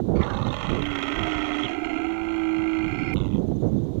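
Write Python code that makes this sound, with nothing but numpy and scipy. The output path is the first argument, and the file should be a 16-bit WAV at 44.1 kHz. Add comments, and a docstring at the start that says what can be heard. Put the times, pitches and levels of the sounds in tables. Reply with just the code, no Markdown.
"""A dusty yard, a camel held down near the microphone, wind buffeting it from start to finish.
The camel opens one long bellow: flaps of throat tissue drive a wet, ragged roar through the open mouth,
with saliva popping in it. The roar narrows to a groan, locks into an even flutter and roughens again.
A cut ends the bellow abruptly, with a sharp edit click. A faint rattle follows, then birds chirp far off.
Nearly all of the sound is in the right channel."""
import sys
import numpy as np
from scipy import signal
from scipy.fft import rfft, irfft
from scipy.io import wavfile
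from scipy.ndimage import uniform_filter1d

SR = 44100
rng = np.random.default_rng(int(sys.argv[2]) if len(sys.argv) > 2 else 0)


def store_wav(level_fs):
    """Save 16-bit WAV to argv[1]."""
    pcm = np.round(np.clip(np.atleast_2d(level_fs), -1, 1) * 32767)
    wavfile.write(sys.argv[1], SR, pcm.T.astype(np.int16))


N = 176400
T = np.arange(N) / SR
START_S, ROAR_S, GROAN_S, LOCK_S, UNLOCK_S, CUT_S = 0.1546, 0.68, 1.68, 2.08, 2.89, 3.141
RING_MULTIPLE = 6   # cycles of the lowest throat ring per flap while locked


# The camel's throat, close by. Each row: time in seconds, flaps per second when not locked, timing
# scatter as a share of a period, strength scatter in dB, rasp from 0 to 1.
THROAT_FLUTTER = [(.15, 70, .35, 0.5, 0.8), (.4, 55.8, .3, 1.5, 0.68), (.9, 76, .25, 2, .9),
                  (1.3, 85, .22, 0.5, 1), (1.6, 74.4, .14, -1, 0.75), (2.0, 68, .22, 0.5, 0.5),
                  (2.11, 52, .014, 1, 0.6), (2.35, 53, 0.0079, 0, 0.5), (2.55, 53.7, .006, 2, 0.57),
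                  (2.85, 57.7, .012, 1.5, 0.43), (2.93, 72, .22, -0.5, 0.56), (3.14, 81, 0.17, 1, 0.99)]
def bellow():
    """Flaps of the throat and their puffs of air excite the mouth, the nose and two throat rings."""
    rate, scatter, scatter_db, rasp = in_time(THROAT_FLUTTER)
    ring_hz = in_time(LOW_RING)[0]
    lock = ramp(LOCK_S, 0.08) * (1 - ramp(UNLOCK_S, 0.08))
    flaps = pulses(rate + lock * (ring_hz / RING_MULTIPLE - rate), scatter, scatter_db)
    turns = np.cumsum(ring_hz + 14 * scatter * drift(25)) / SR   # ragged flutter makes the ring waver
    buzz = rms_one(np.diff(np.floor(turns), prepend=0))
    wet = slaps()
    air = puffs(flaps, decay_s=0.0045) + from_db(-4) * rng.standard_normal(N)   # puffs and a steady leak
    drive = np.sqrt(1 - rasp) * rms_one(flaps) + np.sqrt(rasp) * air + from_db(-9) * buzz
    drive = drive / loudness(drive) + wet
    crackle = saliva_crackle()
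    breathy = drive + from_db(-1.5) * rng.standard_normal(N)
    voice = nasal_notch(mouth(drive, breathy, crackle, spit=air + 2 * wet, lock=lock))
    voice += bark(breathy) + squeak(breathy) + nasal_swell(drive)
    voice += low_ring(breathy, turns, scatter) + second_ring(breathy) + lock * hum(turns)
    return voice * ramp(START_S, 0.01) * (1 - ramp(CUT_S, 0.00093))


# Throat and mouth in three postures. Each row: resonance in Hz, width in Hz, relative gain in dB.
GAPE_RESONANCES = [(545, 142, 11.5), (835, 114, 9.5), (1082, 203, 8.5), (1360, 330, 1), (1830, 140, -7),
                   (2130, 160, -10.5), (2630, 340, -11.5), (3200, 420, -14.5), (3780, 320, -13.5),
                   (4310, 270, -18.5), (5300, 110, -21.5), (6140, 420, -24), (7300, 810, -34.5)]
ROAR_RESONANCES = [(383, 53, 6), (687, 290, -3.5), (1014, 290, -6), (1335, 178, 2.5), (1572, 73, -3),
                   (2036, 350, 3), (2420, 174, -4), (2630, 430, -2.5), (3250, 232, 0), (3830, 176, -13),
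                   (4310, 730, -25), (5460, 270, -21), (6240, 400, -24.5), (7060, 1250, -30.5)]
GROAN_RESONANCES = [(748, 112, 1), (940, 280, -13.5), (1356, 102, 2.5), (1571.7, 156, -8), (2100, 148, 1.5),
                    (2382, 134, -2), (2752, 254, -6.5), (3230, 214, -12), (3720, 110, -22),
                    (4220, 160, -19), (5176, 150, -30.5), (6120, 820, -38), (7105, 340, -30)]
# The camel's effort. Each row: time in seconds, relative dB of the lower and of the upper resonances.
BELLOW_EFFORT = [(0.14, -23.5, -79), (0.16, -39.5, -55.5), (0.2, -40, -59), (0.21, -30, -50.5),
                 (0.26, -32.5, -51), (0.45, -33, -51), (0.55, -34.5, -44.5), (0.64, -33, -42.5),
                 (0.79, -36.5, -43.5), (1.0, -32.5, -38.5), (1.26, -32, -38.5), (1.67, -34, -40),
                 (1.83, -42, -46.5), (1.85, -34, -37.5), (1.86, -38, -42.5), (1.94, -37, -41.5),
                 (2.15, -38, -46.5), (2.8, -36.5, -45), (3.13, -41.5, -47)]
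def mouth(drive, breathy, crackle, spit, lock, split_hz=1750):
    """The mouth passes from gape to roar to groan; crackle and fine spit stop as it narrows."""
    lower_db, upper_db = in_time(BELLOW_EFFORT)
    roar, groan = ramp(ROAR_S, 0.32), ramp(GROAN_S, 0.16)
    gritty = drive + from_db(-8) * crackle * (1 - groan)
    postures = (GAPE_RESONANCES, 1 - roar), (ROAR_RESONANCES, roar * (1 - groan)), (GROAN_RESONANCES, groan)
    lower = upper = 0
    for rows, share in postures:
        lower += np.sqrt(share) * resonate(breathy, [r for r in rows if r[0] <= split_hz])
        upper += np.sqrt(share) * resonate(gritty, [r for r in rows if r[0] > split_hz])
    lower = from_db(lower_db - 2.5 - 5.5 * lock) * lower / loudness(lower)   # softer while locked
    upper = from_db(upper_db + 2) * upper / loudness(upper)
    sizzle = from_db(upper_db - 36) * (1 - groan) * band(spit, 8900, 16000)
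    return lower + upper + sizzle


# The lowest throat resonance. Each row: time in seconds, centre in Hz, clean and rough levels in dB.
LOW_RING = [(.2, 289.8, -73, -49), (.72, 288.5, -43.5, -66), (.8, 287.5, -34, -43),
            (.93, 288.5, -34.5, -47.5), (1.0, 276.1, -37.5, -43), (1.12, 283.9, -36.5, -37),
            (1.17, 331.4, -37, -42.5), (1.23, 320.4, -32.5, -45), (1.42, 298.7, -31.5, -38.5),
            (1.66, 298.2, -34.5, -35), (1.77, 324.4, -65.5, -32), (1.95, 317.5, -35, -33.5),
            (2.09, 328.6, -28.5, -35.5), (2.16, 328.3, -33.5, -49), (2.33, 328.3, -30.5, -40),
            (2.48, 321.7, -26.5, -55.5), (2.66, 323.4, -27, -44), (2.86, 319.2, -28.5, -48),
            (2.93, 315.5, -39, -34.5), (3.14, 306.4, -40, -35)]
def low_ring(drive, turns, scatter):
    """The throat booms: a rough band around a clean tone that flickers as the flutter grows ragged."""
    _, clean_db, rough_db = in_time(LOW_RING)
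    flicker_db = 3 * scatter * drift(32)
    clean = from_db(clean_db + flicker_db) * np.sqrt(2) * np.sin(2 * np.pi * turns)
    return clean + from_db(rough_db) * gliding(drive, turns, width_hz=83)


# The throat's second ring. Each row: time in seconds, centre in Hz, level in dB.
HIGH_RING = [(1.12, 710, -61), (1.25, 712, -35.5), (1.4, 706, -43.5), (1.52, 733, -41.5), (1.72, 738, -45),
             (1.85, 714, -41), (1.95, 698, -46.5), (2.03, 737, -43), (2.13, 760, -46), (2.85, 750, -63),
             (2.95, 758, -55), (3.14, 755, -45.5)]
def second_ring(drive):
    """A narrow throat resonance rings a little over an octave above the boom."""
    hz, db = in_time(HIGH_RING)
    return from_db(db) * gliding(drive, np.cumsum(hz) / SR, width_hz=30.6)


# The hum in the groan. Each row: multiple of the flutter rate, relative level in dB.
HUM_HARMONICS = [(4, -18.5), (5, -30), (7, -20.5), (8, -27), (9, -49), (10, -26), (11, -44), (12, -23),
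                 (13, -23.5), (14, -25), (15, -42.5), (16, -22), (17, -31), (18, -25.5), (19, -30),
                 (21, -41), (22, -29), (23, -30.5), (24, -39), (25, -19.5), (26, -25.5), (27, -36),
                 (28, -27.5), (29, -37), (30, -42.5)]
def hum(turns):
    """Locked to the ring, the flutter gives clean harmonics on either side of it."""
    phases = rng.random(len(HUM_HARMONICS))
    tones = sum(from_db(db) * np.sin(2 * np.pi * (k * turns / RING_MULTIPLE + phase))
                for (k, db), phase in zip(HUM_HARMONICS, phases))
    return from_db(-42) * rms_one(tones)


# The opening bark. Each row: time in seconds, centre in Hz, level in dB.
BARK_GLIDE = [(.2, 2280, -53), (.213, 2070, -40), (.232, 2010, -41), (.245, 1900, -47), (.265, 1460, -51),
              (.3, 1454, -38.5), (.45, 1300, -62)]
def bark(drive):
    """A resonance falls as the jaw drops."""
    hz, db = in_time(BARK_GLIDE)
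    return from_db(db) * gliding(drive, np.cumsum(hz) / SR, width_hz=330)


def squeak(drive, hz=4400, end_s=0.202):
    """The tight throat squeaks as the call starts."""
    return from_db(-58.5) * (1 - ramp(end_s, 0.018)) * gliding(drive, hz * T, width_hz=320)


# The notch cut by the nose. Each row: time in seconds, centre in Hz.
NASAL_NOTCH = [(.2, 1530), (.75, 1645), (1.62, 1650), (1.74, 1820), (3.14, 1830)]
def nasal_notch(voice, width_hz=130):
    """The nasal passage absorbs a narrow, moving band."""
    hz, = in_time(NASAL_NOTCH)
    carrier = np.exp(2j * np.pi * np.cumsum(hz) / SR)
    highpass = signal.butter(2, width_hz / 2, "high", fs=SR, output="sos")
    return (signal.sosfilt(highpass, signal.hilbert(voice) / carrier) * carrier).real


# The nose. Each row: resonance in Hz, width in Hz, relative gain in dB.
NASAL_RESONANCES = [(2150, 170, -3.5), (2396, 130, 1), (4380, 110, -19.5), (5214, 120, -22.5)]
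def nasal_swell(drive, db_per_s=28.5):
    """Nasal resonances swell towards the end of the bellow."""
    nasal = resonate(drive, NASAL_RESONANCES)
    return from_db(-40 - db_per_s * np.abs(CUT_S - T)) * nasal / loudness(nasal)


# Hard wet slaps in the throat. Each row: start in seconds, relative strength in dB.
THROAT_SLAPS = [(0.231, -27), (.371, -40), (0.427, -27), (0.4648, -16.5), (0.477, -20), (0.5256, -14),
                (0.539, -18), (.565, -31), (0.611, -34), (.629, -31), (0.655, -35), (.694, -26),
                (0.821, -18.5), (0.8525, -22), (0.86, -20.5), (0.9525, -17.5), (0.9855, -19.5),
                (1.0246, -19), (1.079, -25), (1.1197, -23), (1.157, -23), (1.1901, -20), (1.231, -18.5),
                (1.267, -27), (1.6345, -35), (1.853, -29), (1.904, -24.5), (1.9291, -32), (1.9527, -26),
                (1.9787, -26), (2.042, -20.5), (2.938, -35), (2.984, -24), (3.059, -34)]
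def slaps(rise_s=0.002, boost_db=29):
    """Loose wet tissue gives short swelling bursts of noise."""
    swell = np.zeros(N)
    for s, db in THROAT_SLAPS:
        age = np.maximum(T - s, 0) / rise_s
        swell += from_db(db + boost_db) * age * np.exp(1 - np.minimum(age, 50))
    return swell * rng.standard_normal(N)


def saliva_crackle(ticks_per_s=200, scatter_db=2.5):
    """Saliva ticks at random, a few ticks louder than the rest."""
    ticks = rng.random(N) < ticks_per_s / SR
    return rms_one(ticks * from_db(scatter_db * np.minimum(rng.exponential(1, N), 4)))


# Saliva bubbles, heard from close by. Each row: time of the peak in seconds, pitch in Hz, level in dB.
SALIVA_POPS = [(.235, 3500, -33.5), (.275, 3650, -44), (.336, 3700, -47), (.354, 3640, -41),
               (0.375, 3650, -36), (0.429, 3830, -35), (.450, 3840, -37), (0.489, 3640, -35.5),
               (0.507, 3290, -32), (0.544, 3600, -39), (.568, 3600, -34), (0.612, 3370, -41),
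               (.655, 3150, -36), (.670, 3480, -39), (.697, 3040, -38), (0.716, 3340, -38),
               (.823, 3450, -33.5), (.842, 3230, -37), (.856, 3090, -29), (.889, 3180, -39),
               (0.958, 3230, -32), (1.028, 3230, -28.5), (1.079, 3300, -34), (1.122, 3420, -37),
               (1.161, 3198, -32), (1.195, 3230, -31), (1.236, 3320, -33), (1.323, 3200, -30.5),
               (1.41, 3250, -38), (1.538, 3300, -31.5), (1.604, 3200, -33), (1.636, 3170, -25),
               (1.647, 3250, -32.5), (1.656, 3200, -26), (1.668, 3110, -30.5)]
def saliva_pops(swell_s=0.0019, burst_s=0.0012, rise_hz_per_s=33000):
    """Each bubble gives a few milliseconds of rough, rising tone that swells, then bursts."""
    out, age = np.zeros(N), np.arange(-400, 400) / SR
    swell = np.exp(-(age / np.where(age < 0, swell_s, burst_s)) ** 2 / 2)
    blur = np.cumsum(260 * drift(297)) / SR
    for s, hz, db in SALIVA_POPS:
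        span = int(s * SR) - len(age) // 2 + np.arange(len(age))
        turns = (hz + rise_hz_per_s * age / 2) * age + blur[span]
        out[span] += from_db(db) * swell * np.sin(2 * np.pi * turns)
    return out


# The camel's closing rattle. Each row: resonance at mid-rattle in Hz, width in Hz, relative gain in dB.
RATTLE_RESONANCES = [(970, 303, 9.5), (1390, 200, 0), (2073, 200, -0.5), (2710, 380, 2.5), (3410, 380, 3.5),
                     (3815, 425, -8.5), (6565, 300, -14)]
def rattle(start_s=3.153, end_s=3.385, flaps_per_s=90, fall_per_s=0.5, fade_db_per_s=29):
    """Faint airy flaps grow more even as they fade, slow down and sink in pitch."""
    ragged = np.interp(T, [start_s, end_s], [1.5, 0.3])
    flaps = pulses(np.full(N, flaps_per_s), scatter=0.12 * ragged, scatter_db=2 * ragged)
    drive = rms_one(flaps) + 1.6 * puffs(flaps, decay_s=0.0018)
    sound = rms_one(resonate(drive, RATTLE_RESONANCES))
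    slowing_time = T - fall_per_s * (T - (start_s + end_s) / 2) ** 2 / 2
    fade = from_db(-44 - fade_db_per_s * np.maximum(T - start_s, 0))
    return np.interp(slowing_time, T, sound) * fade * ramp(start_s, 0.01) * (1 - ramp(end_s, 0.013))


def edit_click():
    """A sharp edit click where the cut ends the bellow."""
    return from_db(-27) * band(signal.unit_impulse(N, int(CUT_S * SR)), 2500, 15000)


# Gusts on the microphone. Each row: time in seconds, level in dB.
GUST_LEVELS = [(0.0, -13.5), (0.01, -31.5), (0.21, -27), (0.23, -35), (0.49, -29.5), (0.56, -39),
               (0.67, -35), (0.7, -29), (1.1, -47.5), (1.21, -31), (1.34, -45.5), (1.37, -33), (1.4, -43),
               (1.6, -50), (1.66, -36.5), (1.7, -51), (2.27, -46), (2.55, -48), (2.58, -37), (2.73, -50.5),
               (2.83, -36), (3.12, -33), (3.15, -28), (3.31, -30.5), (3.35, -29), (3.46, -31),
               (3.53, -28.5), (3.6, -31.5), (3.65, -26), (3.7, -30), (3.73, -27), (3.94, -33.5),
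               (3.98, -28), (4.0, -32.5)]
# Their rumble. Each row: frequency in Hz, relative spectral density in dB.
WIND_SPECTRUM = [(20, -13), (40, -1), (65, 0), (120, 3), (220, 0.5), (320, -2.5), (450, -14.5),
                 (700, -33.5), (1000, -42.5), (1600, -45.5), (3000, -51.5)]
# The rumble below 80 Hz. Each row: time in seconds, level in dB against the rest of the wind.
DEEP_RUMBLE_LEVELS = [(0, 1), (.75, 4), (1.3, 0.5), (2.0, 4), (2.7, 0.5), (3.3, -2), (4, -7)]
def wind(lumps_per_s=29, lump_db=2, pivot_hz=72):
    """Air over the microphone makes a lumpy rumble that brightens as the gust grows."""
    gust_db, = in_time(GUST_LEVELS)
    deep_db, = in_time(DEEP_RUMBLE_LEVELS)
    edges = 16 * 2 ** np.arange(0, 8, 0.5)   # half-octave bands
    shared_lumps = drift(lumps_per_s)
    white = rng.standard_normal((2, N))
    rumble = plain = 0
    for k, (low, high) in enumerate(zip(edges, edges[1:])):
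        hz = np.sqrt(low * high)
        lumps = shared_lumps + 1.08 * drift(lumps_per_s)
        part = band(white[k % 2], low, high) * from_db(at_hz(WIND_SPECTRUM, hz) + lump_db * lumps)
        tilt_db = 0.35 * (gust_db + 30) * np.clip(np.log2(hz / pivot_hz), -1.2, 1.8)
        plain += part
        rumble += part * from_db(tilt_db + deep_db * (hz < 80))
    return from_db(gust_db + 2.5) * band(rumble, 10, 1000) / loudness(plain)


# Single buffets, right on the microphone. Each row: time in seconds, level in dB.
WIND_BUFFETS = [(0.159, -12), (0.205, -13.5), (.704, -20), (3.159, -16), (3.256, -21), (3.347, -13.5)]
def buffets(hz=197, width_s=0.0017):
    """Each knock of air is a low thump about one cycle long."""
    out = np.zeros(N)
    for s, db in WIND_BUFFETS:
        swell = np.exp(-np.minimum(((T - s - width_s) / width_s) ** 2 / 2, 50))
        out += from_db(db) * swell * np.cos(2 * np.pi * hz * (T - s - width_s / 2))
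    return out


# Short blusters on the microphone. Each row: start in seconds, length in seconds, level in dB.
WIND_BLUSTERS = [(0.047, 0.017, -35), (0.086, 0.09, -25.5), (0.701, 0.09, -30), (3.381, 0.077, -31.5),
                 (3.482, 0.0077, -33), (3.513, 0.014, -30), (3.622, 0.067, -28), (3.75, 0.026, -37),
                 (3.813, 0.012, -44), (3.845, 0.022, -39), (3.907, 0.04, -37.5)]
# Their rougher colour. Each row: frequency in Hz, relative spectral density in dB.
BLUSTER_SPECTRUM = [(60, -23), (180, 3), (300, 0.5), (450, 0), (700, -9), (1100, -27.5), (2000, -47),
                    (4000, -76)]
def blusters():
    """Brief rushes of air hit the microphone sharply and die away."""
    level = sum(from_db(db) * ramp(s, 0.003) * (1 - ramp(s + length, length))
                for s, length, db in WIND_BLUSTERS)
    return noise(BLUSTER_SPECTRUM) * level


# Birds far from the microphone. 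Each row: time of the peak in seconds, half-length in seconds,
# pitch in Hz, glide in Hz per second, level in dB.
BIRD_CHIRPS = [(3.393, 0.02, 6480, -6000, -68), (3.478, .03, 6300, 4000, -70),
               (3.563, 0.019, 6250, 3996, -64), (3.61, .03, 6800, 5996, -69),
               (3.615, 0.043, 3770, -3000, -68), (3.667, 0.02, 5900, -22000, -69),
               (3.683, 0.036, 6450, 4003, -68), (3.774, 0.027, 6250, 1, -70),
               (3.796, 0.033, 3650, -3000, -64), (3.843, .02, 6300, 14000, -69)]
def birds(blur_hz=175):
    """Short gliding chirps, blurred by distance."""
    out, blur = np.zeros(N), np.cumsum(blur_hz * drift(119.6)) / SR
    for s, half_s, hz, glide, db in BIRD_CHIRPS:
        span = np.abs(T - s) < half_s
        age = T[span] - s
        turns = (hz + glide * age / 2) * age + blur[span]
        out[span] += from_db(db) * np.cos(np.pi * age / half_s / 2) ** 2 * np.sin(2 * np.pi * turns)
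    return out


# The hiss behind the yard's sounds. Each row: frequency in Hz, relative spectral density in dB.
HISS_SPECTRUM = [(100, -6), (700, 1), (1500, -3.5), (2500, -2.5), (3700, 8), (5000, -5.5), (6400, -0.5),
                 (8200, -11.5), (12000, -13), (15000, -12.5)]
def hiss():
    """A faint, steady background hiss."""
    return from_db(-65.5) * noise(HISS_SPECTRUM)


# The microphone's nearly dead left channel. Each row: frequency in Hz, relative noise density in dB.
LEFT_SPECTRUM = [(20, 30.5), (60, 18.5), (150, 7), (500, 0), (2000, -0.5), (6000, -13.5), (15000, -11)]
def left_channel(yard, smear_s=0.02):
    """A faint, smeared spill of the yard and the channel's own noise."""
    smear = rng.standard_normal(N) * np.exp(-np.minimum(T / smear_s, 50))
    spill = signal.fftconvolve(yard, smear / np.linalg.norm(smear))[:N]
    return from_db(-41) * spill + from_db(-57.5) * noise(LEFT_SPECTRUM)


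def pulses(rate, scatter, scatter_db):
    """One click per flap, scattered in time and strength."""
    at = np.flatnonzero(np.diff(np.floor(np.cumsum(rate) / SR)))
    late, strong = np.clip(rng.standard_normal((600, 2))[:len(at)].T, -2, 2)
    landing = np.clip(at + late * scatter[at] * SR / rate[at], 0, N - 1).astype(int)
    out = np.zeros(N)
    out[landing] = from_db(strong * scatter_db[at])
    return out


def puffs(flaps, decay_s):
    """Each flap lets out a dying puff of air."""
    level = signal.lfilter([1], [1, -np.exp(-1 / (decay_s * SR))], flaps + 1e-18)
    return rms_one(level * rng.standard_normal(N))


def resonate(x, rows):
    """Resonances in parallel, alternating in sign."""
    return sum(from_db(db) * band(x, hz - width / 2, hz + width / 2) * (-1) ** k
               for k, (hz, width, db) in enumerate(rows))


def gliding(x, turns, width_hz):
    """A resonance that follows a phase given in turns, level evened."""
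    carrier = np.exp(2j * np.pi * turns)
    lowpass = signal.butter(2, width_hz / 2, fs=SR, output="sos")
    out = (signal.sosfilt(lowpass, x / carrier) * carrier).real
    return out / loudness(out)


def band(x, low, high):
    """Band-pass between two frequencies in Hz."""
    return signal.sosfilt(signal.butter(2, [low, high], "band", fs=SR, output="sos"), x + 1e-18)


def noise(spectrum):
    """Steady coloured noise, rms 1."""
    gain = from_db(at_hz(spectrum, np.fft.rfftfreq(N, 1 / SR)))
    return rms_one(irfft(rfft(rng.standard_normal(N)) * gain, N))


def drift(hz):
    """Smooth random wander, rms about 1."""
    pole = np.exp(-80 * np.pi * hz / SR)   # one step every 40 samples
    slow = signal.lfilter([1], [1, -2 * pole, pole * pole], rng.standard_normal(N // 40 + 2002))[2000:]
    return np.interp(np.arange(N) / 40, np.arange(len(slow)), rms_one(slow))


def loudness(x, window_s=0.064):
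    """Running rms."""
    size = int(window_s * SR / 2)
    return np.sqrt(np.abs(uniform_filter1d(uniform_filter1d(x ** 2, size), 2 * size)) + 1e-12)


def in_time(rows):
    """Columns of a curve, sample by sample."""
    s, *columns = np.transpose(rows)
    return [np.interp(T, s, c) for c in columns]


def at_hz(points, hz):
    """Read a spectrum on a log-frequency axis."""
    f, db = np.transpose(points)
    return np.interp(np.log(hz + 1e-9), np.log(f), db)


def ramp(s, length):
    """Rise from 0 to 1 over length seconds, centred on s."""
    return np.clip((T - s) / length + 0.5, 0, 1)


def rms_one(x):
    """Scale to rms 1."""
    return x / np.sqrt(np.mean(x ** 2) + 1e-20)


def from_db(db):
    """Decibels to gain."""
    return 10 ** (np.asarray(db) / 20)


def scene(right_db=5.5):
    """Camel, wind and birds reach the right channel; the left holds only a trace and its own noise."""
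    camel = bellow() + saliva_pops() + rattle()
    yard = camel + wind() + buffets() + blusters() + birds() + hiss()
    mix = yard + edit_click()
    return np.array([left_channel(mix), from_db(right_db) * mix])


def record(dry):
    """The treble is cut steeply above 15.5 kHz."""
    return signal.sosfilt(signal.ellip(10, 0.1, 80, 15500, fs=SR, output="sos"), dry)


dry = scene()
out = record(dry)
store_wav(out)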